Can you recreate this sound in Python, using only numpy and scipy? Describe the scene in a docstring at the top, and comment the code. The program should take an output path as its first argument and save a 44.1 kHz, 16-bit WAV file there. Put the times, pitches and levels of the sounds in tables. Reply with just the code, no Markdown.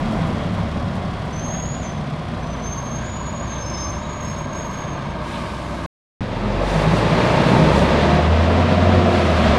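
"""A street, from one microphone in a bus shelter. Some way off a diesel bus draws away, tyres hissing and
exhaust booming, while another drops to a ticking idle; fittings rattle and a faint whistle hangs above.
From 1.3 s the brake discs squeal, metal scrapes, and air is let off as a distant bus goes by. After a
short silence near 6 s a bus accelerates past close to the microphone: exhaust boom, diesel knock, tyre
roar, a whine that is probably its gearbox, and hissing air."""
import sys
import numpy as np
from scipy import signal
from scipy.fft import rfft, irfft
from scipy.io import wavfile
from scipy.ndimage import uniform_filter1d

SR = 44100
rng = np.random.default_rng(int(sys.argv[2]) if len(sys.argv) > 2 else 0)


def unload_wav(signal):
    """Save mono or channel-first audio to the path in sys.argv[1] as 16-bit WAV at rate SR, clipped to [-1, 1]."""
    wavfile.write(
        sys.argv[1],
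        SR,
        np.round(np.clip(np.atleast_2d(signal).T, -1, 1) * 32767).astype(np.int16),
    )


N = 422478
T = np.arange(N) / SR
FREQS = np.maximum(np.fft.rfftfreq(N, 1 / SR), 1)
SILENCE_START_S, SILENCE_END_S = 5.862, 6.207


def from_db(db):
    """Decibels to gain."""
    return 10 ** (np.asarray(db) / 20)


def rms_one(x):
    """Scale to rms 1."""
    return x / np.sqrt(np.mean(x ** 2) + 1e-20)


def in_time(rows):
    """Each column of a timed table, interpolated at every sample."""
    times, *columns = np.transpose(rows)
    return [np.interp(T, times, column) for column in columns]


def drift(rate_hz):
    """Random wander of rms 1, mostly slower than rate_hz."""
    return rms_one(irfft(rfft(rng.standard_normal(N)) / (1 + (FREQS / rate_hz) ** 2), N))


def cycles(hz, waver, rate_hz):
    """Count of cycles of a slightly unsteady frequency."""
    return np.cumsum(hz * (1 + waver * drift(rate_hz))) / SR


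def tone(turns):
    """A sine of rms 1 that follows a count of cycles."""
    return np.sqrt(2) * np.sin(2 * np.pi * (turns + rng.random()))


def envelope(start, length, attack_s, release_s):
    """Rise, hold, die away."""
    return np.clip((T - start) / attack_s, 0, 1) * np.exp(-np.clip((T - start - length) / release_s, 0, 20))


def swell(peak_s, half_width_s):
    """A smooth rise and fall around a moment."""
    return np.exp(-np.minimum(((T - peak_s) / half_width_s) ** 2, 50))


def band(x, low_hz, high_hz):
    """The part of x between two frequencies."""
    return irfft(rfft(x) * (FREQS >= low_hz) * (FREQS < high_hz), N)


def delayed(x, seconds):
    """x arriving later."""
    return np.interp(T - seconds, T, x)


def peaks_db(peaks, hz):
    """How much a set of peaks and dips lifts or lowers a frequency."""
    return sum(lift_db / (1 + (2 * (hz - centre) / width) ** 2) for centre, width, lift_db in peaks)


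def coloured(colour, peaks=()):
    """Noise of rms 1 with a smooth spectrum and peaks and dips on top."""
    hz, db = np.transpose(colour)
    shape_db = np.interp(np.log(FREQS), np.log(hz), db) + peaks_db(peaks, FREQS)
    return rms_one(irfft(rfft(rng.standard_normal(N)) * from_db(shape_db), N))


def shifting(colour, early_peaks, late_peaks, middle_s, over_s):
    """Street noise whose peaks and dips, from the buses and nearby reflections, shift as they move."""
    share = (1 + np.tanh((T - middle_s) / over_s)) / 2
    return np.sqrt(1 - share) * coloured(colour, early_peaks) + np.sqrt(share) * coloured(colour, late_peaks)


def nearness(nearest_s, crossing_s):
    """Least over present distance from the microphone; the least distance takes crossing_s to drive."""
    return 1 / np.hypot(1, (T - nearest_s) / crossing_s)


def knocks(firings, sharpness):
    """A burst at each firing, dying before the next; the cylinders differ. 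Mean 0, rms 1."""
    # knock of each cylinder: (relative level [dB])
    cylinders = [-2.5, 2, 8, 0.5, 4.5, 6]
    strength = from_db(cylinders)[firings.astype(int) % len(cylinders)]
    age = firings % 1
    bursts = strength * np.sin(np.pi * age) ** 2 * np.exp(-sharpness * age)
    return rms_one(bursts - bursts.mean())


def engine_load(firing_hz, full_load_hz_per_s=16):
    """From -1 as the engine coasts down to 1 as it pulls hard and speeds up."""
    climb_hz_per_s = np.gradient(uniform_filter1d(firing_hz, size=SR // 4)) * SR
    return np.tanh(climb_hz_per_s / full_load_hz_per_s)


def overtones(orders, firings, firing_hz, pipe, unsteady_db):
    """Exhaust tones locked to the firing rate; each swells as it sweeps through a pipe resonance."""
    return sum(from_db(db + peaks_db(pipe, order * firing_hz) + unsteady_db * drift(4.6))
               * tone(order * firings) for order, db in orders)


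def bus(levels, engine, noise, pipe, echo_s, knock, throb, flutter_db, exhaust_db):
    """Exhaust boom, body rumble, tyre roar and diesel clatter, pulsing as the cylinders fire."""
    # exhaust overtones: (multiple of the firing rate, relative level [dB])
    orders = [(.5, -25), (1.5, -31), (2, -13), (2.5, -12), (3, -11.5), (4, -22.5), (8, -16.5)]
    rumble_db, roar_db, clatter_db = levels
    firing_hz, boom_db = in_time(engine)
    firings = cycles(firing_hz, waver=0.0042, rate_hz=3.67)
    pulses = knocks(firings, sharpness=5.0)
    boom = from_db(boom_db + 0.93 * drift(5)) * tone(firings)
    exhaust = overtones(orders, firings, firing_hz, pipe, unsteady_db=3.0)
    exhaust *= from_db(exhaust_db + 2 * engine_load(firing_hz))   # up to 2 dB louder under load
    rumble = from_db(-0.5) * band(noise, 0, 300) / np.std(band(noise, 105, 300)) * (1 + throb * pulses)
    roar = rms_one(band(noise, 300, 1400)) * (1 + throb * pulses)
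    clatter = rms_one(band(noise, 1400, SR)) * (1 + knock * pulses)
    low = boom + from_db(rumble_db) * (rumble + exhaust)
    high = from_db(roar_db + flutter_db * drift(21)) * roar
    high += from_db(clatter_db + flutter_db * drift(11)) * clatter
    mirror = from_db(-9.5)   # a hard surface reflects the bus and combs its spectrum
    return low + (high + mirror * delayed(high, echo_s)) / np.sqrt(1 + mirror ** 2)


def far_levels():
    """Rumble, roar and clatter in dB: each falls with distance until it sinks into the steady traffic."""
    # distant buses: (nearest at [s], crossing time [s], rumble [dB], tyre roar [dB], clatter [dB])
    passes = [(0.1, 0.57, -25.5, -28.5, -38), (5.3, 0.65, -45, -36, -43)]
    # steady traffic behind them: (rumble [dB], tyre roar [dB], clatter [dB])
    traffic = [-31, -32.5, -41]
    power = from_db(traffic)[:, None] ** 2
    for nearest_s, crossing_s, *levels_db in passes:
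        power = power + np.outer(from_db(levels_db), nearness(nearest_s, crossing_s)) ** 2
    return 10 * np.log10(power)


def leaving_bus():
    """A diesel draws away down the street, amid the noise of distant traffic."""
    # its engine: (time [s], firing rate [Hz], boom level [dB])
    engine = [(0.0, 39, -34), (0.5, 60, -43), (1.31, 57, -38.5), (1.85, 61, -35), (2.09, 64, -41),
              (2.45, 55, -34.5), (3.25, 62, -35), (3.95, 63, -33), (4.9, 63.8, -44.5), (5.2, 62.5, -34),
              (5.86, 62.6, -37)]
    # street noise from afar: (frequency [Hz], relative level [dB])
    colour = [(22, -16.5), (45, -15), (92, -0.5), (124, -5.5), (230, -2.5), (310, -12.5), (430, -18),
              (680, -17), (830, -17.5), (1050, -15), (1500, -25), (2500, -32.5), (3500, -36), (6000, -47),
              (10000, -60.5), (15500, -81.5)]
    # its peaks and dips, from the buses and nearby reflections: (frequency [Hz], width [Hz], lift [dB])
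    early_peaks = [(161, 26, 4.5), (217, 9.7, 3.5), (462, 110, 0.5), (587, 140, 4.5), (716, 140, 5),
                   (895, 41, -9.5), (930, 24, 4), (1160, 150, 0), (1580, 150, 0.5), (2100, 450, 3),
                   (3310, 170, 7.5)]
    late_peaks = [(155, 21, 4.5), (218, 30, -1), (338.6, 18, 3.5), (430, 68, -0.5), (598.4, 70, 8),
                  (690, 90, 2), (800, 90, -3), (930, 55, 4), (1164, 340, 4), (1424, 123, -7.5),
                  (1584, 160, 6), (1900, 200, -3), (2220, 430, 4.5), (3190, 70, 5.5), (3730, 230, 4),
                  (4240, 110, 4.5)]
    # exhaust pipe resonances: (frequency [Hz], width [Hz], lift [dB])
    pipe = [(160, 22, 1), (98, 34, -2)]
    noise = shifting(colour, early_peaks, late_peaks, middle_s=2.73, over_s=0.53)
    return bus(far_levels(), engine, noise, pipe, echo_s=0.05 * nearness(5, crossing_s=6),
               knock=0.072, throb=0.041, flutter_db=0.8, exhaust_db=-15.5)


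def idling_bus():
    """Each injection sends out a short bright tick over a faint hum and its overtones."""
    # the stopping bus drops to idle: (time [s], firing rate [Hz], tick level [dB], hum level [dB])
    idle = [(0, 37.3, -46, -37), (1.9, 33.8, -48, -46), (3.7, 27, -49.5, -50), (4.6, 29.5, -50, -43.5),
            (5.86, 45.6, -51, -48)]
    # spectrum of the ticks: (frequency [Hz], relative level [dB])
    colour = [(700, -2.5), (2000, -3.5), (3500, 4), (5000, -2), (7000, -10.5), (9700, -14), (12000, -27.5),
              (15500, -34.5)]
    # idle overtones: (multiple of the firing rate, level against the ticks [dB])
    orders = [(2, 2), (3, 6), (4, 8), (5, 7.5)]
    firing_hz, tick_db, hum_db = in_time(idle)
    firings = cycles(firing_hz, waver=0.0034, rate_hz=2.4)
    ticks = rms_one(coloured(colour) * (1 + 0.25 * knocks(firings, sharpness=10.0)))
    drone = overtones(orders, firings, firing_hz, pipe=(), unsteady_db=4.5)
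    return from_db(tick_db) * (ticks + drone) + from_db(hum_db) * tone(firings)


def thin_whistle(hz, level_db):
    """A faint steady whistle, high above the street until the silence."""
    return from_db(level_db) * tone(hz * T) * (T < SILENCE_START_S)


def hisses():
    """Bursts of hiss: the leaving bus's tyres first, then puffs of compressed air."""
    # bursts of hiss: (start [s], length [s], level [dB])
    bursts = [(-.1, 0.45, -51), (5.195, 0.22, -42.5), (5.419, 0.49, -45.5), (6.15, 0.5, -54),
              (6.612, 0.22, -38), (6.88, 0.11, -37.5), (7.028, 0.16, -47), (7.17, 0.6, -43),
              (7.415, 0.09, -46), (7.71, 0.073, -35), (7.85, .2, -56), (9.03, 0.39, -42)]
    # spectrum of the hiss: (frequency [Hz], relative level [dB])
    colour = [(600, -18.5), (2000, 5), (4000, 0.5), (6500, -5.5), (10000, -11), (12500, -23.5),
              (15500, -34.5)]
    gain = sum(from_db(db) * envelope(s, held, attack_s=0.088, release_s=0.076) for s, held, db in bursts)
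    return gain * from_db(0.6 * drift(20)) * coloured(colour)


def rattles():
    """Loose fittings on a bus give faint bright ticks that die at once."""
    # ticks of the fittings: (time [s], level [dB])
    ticks = [(.12, -49.5), (.27, -50), (.535, -49), (.585, -54), (.95, -51), (1.25, -52), (1.35, -54),
             (1.46, -52.5)]
    # their spectrum: (frequency [Hz], relative level [dB])
    colour = [(2500, -10.5), (7000, 0.5), (10000, -1.5), (15500, -19)]
    gain = sum(from_db(db) * envelope(s, 0, attack_s=0.003, release_s=0.012) for s, db in ticks)
    return gain * coloured(colour)


def exhaust_booms():
    """The exhaust surges for a moment at one pitch."""
    # separate surges: (time [s], half-width [s], pitch [Hz], level [dB])
    surges = [(0.237, 0.04, 160, -20), (.55, 0.16, 101, -29.5), (.72, .12, 72, -29), (.85, 0.15, 99, -30.5),
              (0.802, 0.19, 177, -31.5), (1.546, 0.12, 162, -33), (2.05, 0.22, 151, -30),
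              (6.447, .1, 205, -26), (6.76, 0.043, 162, -21), (6.882, .03, 158, -16),
              (6.937, 0.012, 168, -12.5), (7.13, 0.023, 165, -15.5), (7.52, 0.022, 190, -18),
              (7.658, 0.065, 159, -14.5), (7.81, 0.027, 200, -21), (8.145, .075, 154, -19.5)]
    return sum(from_db(db) * swell(s, half_width) * tone(hz * T) for s, half_width, hz, db in surges)


def disc_mode(squeals, attack_s, release_s, hop_s=0.010):
    """Pitch, gain and any further columns of a squealing disc; it hops to each pitch, then settles."""
    table = np.array(squeals)
    latest = np.maximum(np.searchsorted(table[:, 0], T) - 1, 0)
    start, length, first_hz, last_hz, _, *others = table[latest].T
    progress = np.clip((T - start) / length, 0, 1)
    hz = last_hz + (first_hz - last_hz) * np.exp(-2.7 * progress)   # 2.7 time constants per squeal
    lag = np.exp(-1 / (hop_s * SR))
    gains = [from_db(db) * envelope(s, held, attack_s, release_s) for s, held, _, _, db, *_ in squeals]
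    return signal.lfilter([1 - lag], [1, -lag], hz), np.max(gains, axis=0), *others


def brakes():
    """Two disc modes sing, wavering as the pad grips unevenly; friction breeds sum and difference tones."""
    # upper mode: (start [s], length [s], first pitch [Hz], last pitch [Hz], level [dB], partials [dB])
    high_squeals = [(1.325, 0.081, 6070, 6270, -41, 4), (1.41, 0.096, 6350, 6450, -40, -1.5),
                    (1.49, 0.15, 6470, 6610, -37, -1), (1.65, 0.1, 6740, 6830, -40.5, -10.5),
                    (1.81, 0.073, 6410, 6140, -41, -2), (2.41, 0.24, 6040, 6110, -53.5, 0),
                    (2.63, 0.36, 6290, 6410, -40.5, 5), (2.97, 0.053, 6450, 6830, -53, -2),
                    (3.03, 0.4, 6860, 6746, -42.5, -10), (3.46, 0.5, 6390, 6310, -40, -4.5),
                    (3.93, 0.034, 6400, 6560, -40, -3), (3.98, 0.25, 6790, 6660, -47.5, -6),
                    (4.2, 0.2, 6465, 6530, -42, 2), (4.41, .07, 6580, 6540, -58, -2),
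                    (4.525, 0.081, 6420, 6590, -38.5, 0), (4.63, 0.17, 6475, 6510, -44.5, 8),
                    (4.83, 0.15, 6450, 6420, -53.5, -3), (4.97, .14, 6420, 6420, -62, -4)]
    # lower mode: (start [s], length [s], first pitch [Hz], last pitch [Hz], level [dB])
    low_squeals = [(3.59, 0.135, 5260, 5240, -36.5), (3.73, 0.094, 5210, 5220, -40),
                   (3.88, 0.033, 5200, 5300, -41), (4.21, 0.077, 5290, 5330, -47),
                   (4.335, .06, 5335, 5340, -50), (4.51, 0.078, 5345, 5300, -52),
                   (4.64, 0.091, 5300, 5330, -59)]
    # partials of the two modes: (multiple of upper, multiple of lower, relative level [dB])
    mixtures = [(2, 0, -35.5), (1, 1, -32), (0, 2, -26.5), (2, -1, -22.5), (3, -2, -30), (3, -1, -44)]
    upper_hz, upper_gain, harsh_db = disc_mode(high_squeals, attack_s=0.009, release_s=0.012)
    lower_hz, lower_gain = disc_mode(low_squeals, attack_s=0.089, release_s=0.028)
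    upper = cycles(upper_hz, waver=0.0032, rate_hz=60)
    lower = cycles(lower_hz, waver=0.0008, rate_hz=64)
    mixing = np.tanh(lower_gain / from_db(-57))   # saturates once the lower mode sounds
    partials = sum(from_db(db) * (mixing if n else 1) * tone(m * upper + n * lower) for m, n, db in mixtures)
    chatter = from_db(3.5 * drift(41))
    return upper_gain * chatter * (tone(upper) + from_db(harsh_db) * partials) + lower_gain * tone(lower)


def street_echoes(x, tail_db, t60_s):
    """The direct sound reaches the shelter, then a few distinct echoes and a scattered tail."""
    # echoes off the road and house fronts: (delay [s], level [dB])
    echoes = [(.0093, -28), (.031, -6.5), (.058, -23), (.097, -12), (.142, -21.5)]
    scatter = rng.standard_normal(SR) * from_db(-60 * T[:SR] / t60_s)
    tail = signal.fftconvolve(x, scatter / np.linalg.norm(scatter))[:N]
    return x + sum(from_db(db) * delayed(x, s) for s, db in echoes) + from_db(tail_db) * tail


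def scrapes():
    """Metal rubs for a moment and rings in a narrow band."""
    # scrapes and squeaks: (time [s], half-width [s], frequency [Hz], bandwidth [Hz], level [dB])
    rubs = [(3.555, 0.055, 3680, 750, -44.5), (3.78, .035, 3700, 220, -47), (4.052, 0.03, 3870, 200, -47),
            (5.355, 0.032, 3100, 2300, -39.5), (5.48, .045, 4700, 200, -50)]
    sound = np.zeros(N)
    for s, half_width, hz, width, db in rubs:
        ring = rms_one(band(rng.standard_normal(N), hz - width / 2, hz + width / 2))
        sound += from_db(db) * swell(s, half_width) * ring
    return sound


def passing_bus():
    """A diesel accelerates past close to the microphone; its echo lags most as it draws level."""
    # its engine: (time [s], firing rate [Hz], boom level [dB])
    engine = [(6.22, 37.1, -39), (6.52, 44.46, -25.5), (6.87, 52.14, -24), (7.26, 59.26, -30),
              (7.57, 63.6, -30), (7.761, 68.4, -20.5), (7.91, 71.73, -27.5), (8.319, 80.7, -14.5),
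              (8.69, 88.6, -21.5), (8.93, 90.7, -16), (9.12, 88.5, -22.5), (9.52, 72.9, -18.5),
              (9.58, 67.7, -25)]
    # its noise at the shelter: (time [s], rumble [dB], tyre roar [dB], clatter [dB])
    levels = [(6.23, -27, -31.5, -39), (6.25, -30.5, -29.5, -38.5), (6.78, -26, -21.5, -30),
              (7.3, -19, -18, -26), (7.59, -18.5, -17.5, -27.5), (8.12, -19, -19, -26),
              (8.27, -23, -22, -30), (8.45, -21, -20.5, -28.5), (9.0, -19, -19, -28.2),
              (9.36, -21.5, -19.5, -26.5), (9.49, -18, -18.5, -24), (9.58, -20.5, -17, -26.5)]
    # street noise close up: (frequency [Hz], relative level [dB])
    colour = [(22, -24), (45, -16), (90, -6), (125, -4.5), (200, -3), (300, -10.5), (600, -11), (900, -14),
              (1500, -17), (2400, -21), (3800, -26), (5500, -36), (9000, -49), (15500, -74)]
    # its peaks and dips, from the bus and nearby reflections: (frequency [Hz], width [Hz], lift [dB])
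    early_peaks = [(160.6, 10, 1.5), (188, 17, 5), (243, 33, 5), (375, 40, 2), (520, 81, 2.5),
                   (607, 66, 4.5), (685, 26, 2), (760, 64, -3.5), (902, 100, 4.5), (1370, 69, -5.5),
                   (3000, 180, -4)]
    late_peaks = [(152, 7.4, 3.5), (194.6, 13.5, 3.5), (232, 62, 6.5), (325, 58, -2), (390, 50, -1.5),
                  (518, 35, 4.5), (623.6, 38, 8), (702, 68, 5), (864, 85, -5.5), (990, 120, 2),
                  (1450, 100, -2)]
    # exhaust pipe resonances: (frequency [Hz], width [Hz], lift [dB])
    pipe = [(161, 28, 2.7), (183, 8.1, 1.7), (318, 12, 3), (100, 66, 9.5)]
    noise = shifting(colour, early_peaks, late_peaks, middle_s=8.25, over_s=0.2)
    return bus(in_time(levels), engine, noise, pipe, echo_s=0.22 * nearness(7.5, crossing_s=3),
               knock=0.033, throb=0.095, flutter_db=0.6, exhaust_db=-4.0)


def gearbox_whine():
    """A spinning part of the passing bus, probably its gearbox, sings with its octave."""
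    # the whine: (time [s], pitch [Hz], level [dB], octave against the fundamental [dB])
    whine = [(6.22, 270, -63, -3), (7.2, 295, -36, -1), (7.45, 306.4, -33, -3), (7.6, 314, -26, -4),
             (7.85, 329.3, -40, -2), (8.14, 355, -27, 2.5), (8.38, 362.4, -45, -5), (8.6, 364.3, -35, -1),
             (8.8, 364, -34, -1), (8.94, 360, -25.5, -3), (9.22, 354.6, -27, -3.5), (9.33, 352.4, -32.5, 0),
             (9.58, 347, -33, 3)]
    hz, db, octave_db = in_time(whine)
    turns = cycles(hz, waver=0.00703, rate_hz=38.8)
    return from_db(db + 1.1 * drift(3.4)) * (tone(turns) + from_db(octave_db) * tone(2 * turns))


def scene():
    """From the shelter, in mono: a leaving and a stopping bus before the silence, a close one after it."""
    leaving = leaving_bus()
    stopping = idling_bus() + rattles() + street_echoes(brakes(), tail_db=-4.5, t60_s=0.48) + scrapes()
    passing = passing_bus() + gearbox_whine()
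    buses = np.where(T < (SILENCE_START_S + SILENCE_END_S) / 2, leaving + stopping, passing)
    return (buses + thin_whistle(hz=11793, level_db=-87.5) + hisses() + exhaust_booms())[None]


def record(dry):
    """The microphone loses the deepest bass and rounds peaks; the sound drops out once; the top is cut."""
    bass_cut = signal.butter(4, 22, "high", fs=SR, output="sos")
    treble_cut = signal.ellip(10, 0.1, 90, 15700, fs=SR, output="sos")
    heard = signal.sosfilt(bass_cut, dry)
    heard = heard / (1 + (heard / 0.86) ** 8) ** (1 / 8)   # soft ceiling at 0.86
    live = uniform_filter1d(1.0 * ((T < SILENCE_START_S) | (T > SILENCE_END_S)), size=6)
    return signal.sosfilt(treble_cut, heard * live + 1e-18)


dry = scene()
out = record(dry)
unload_wav(out)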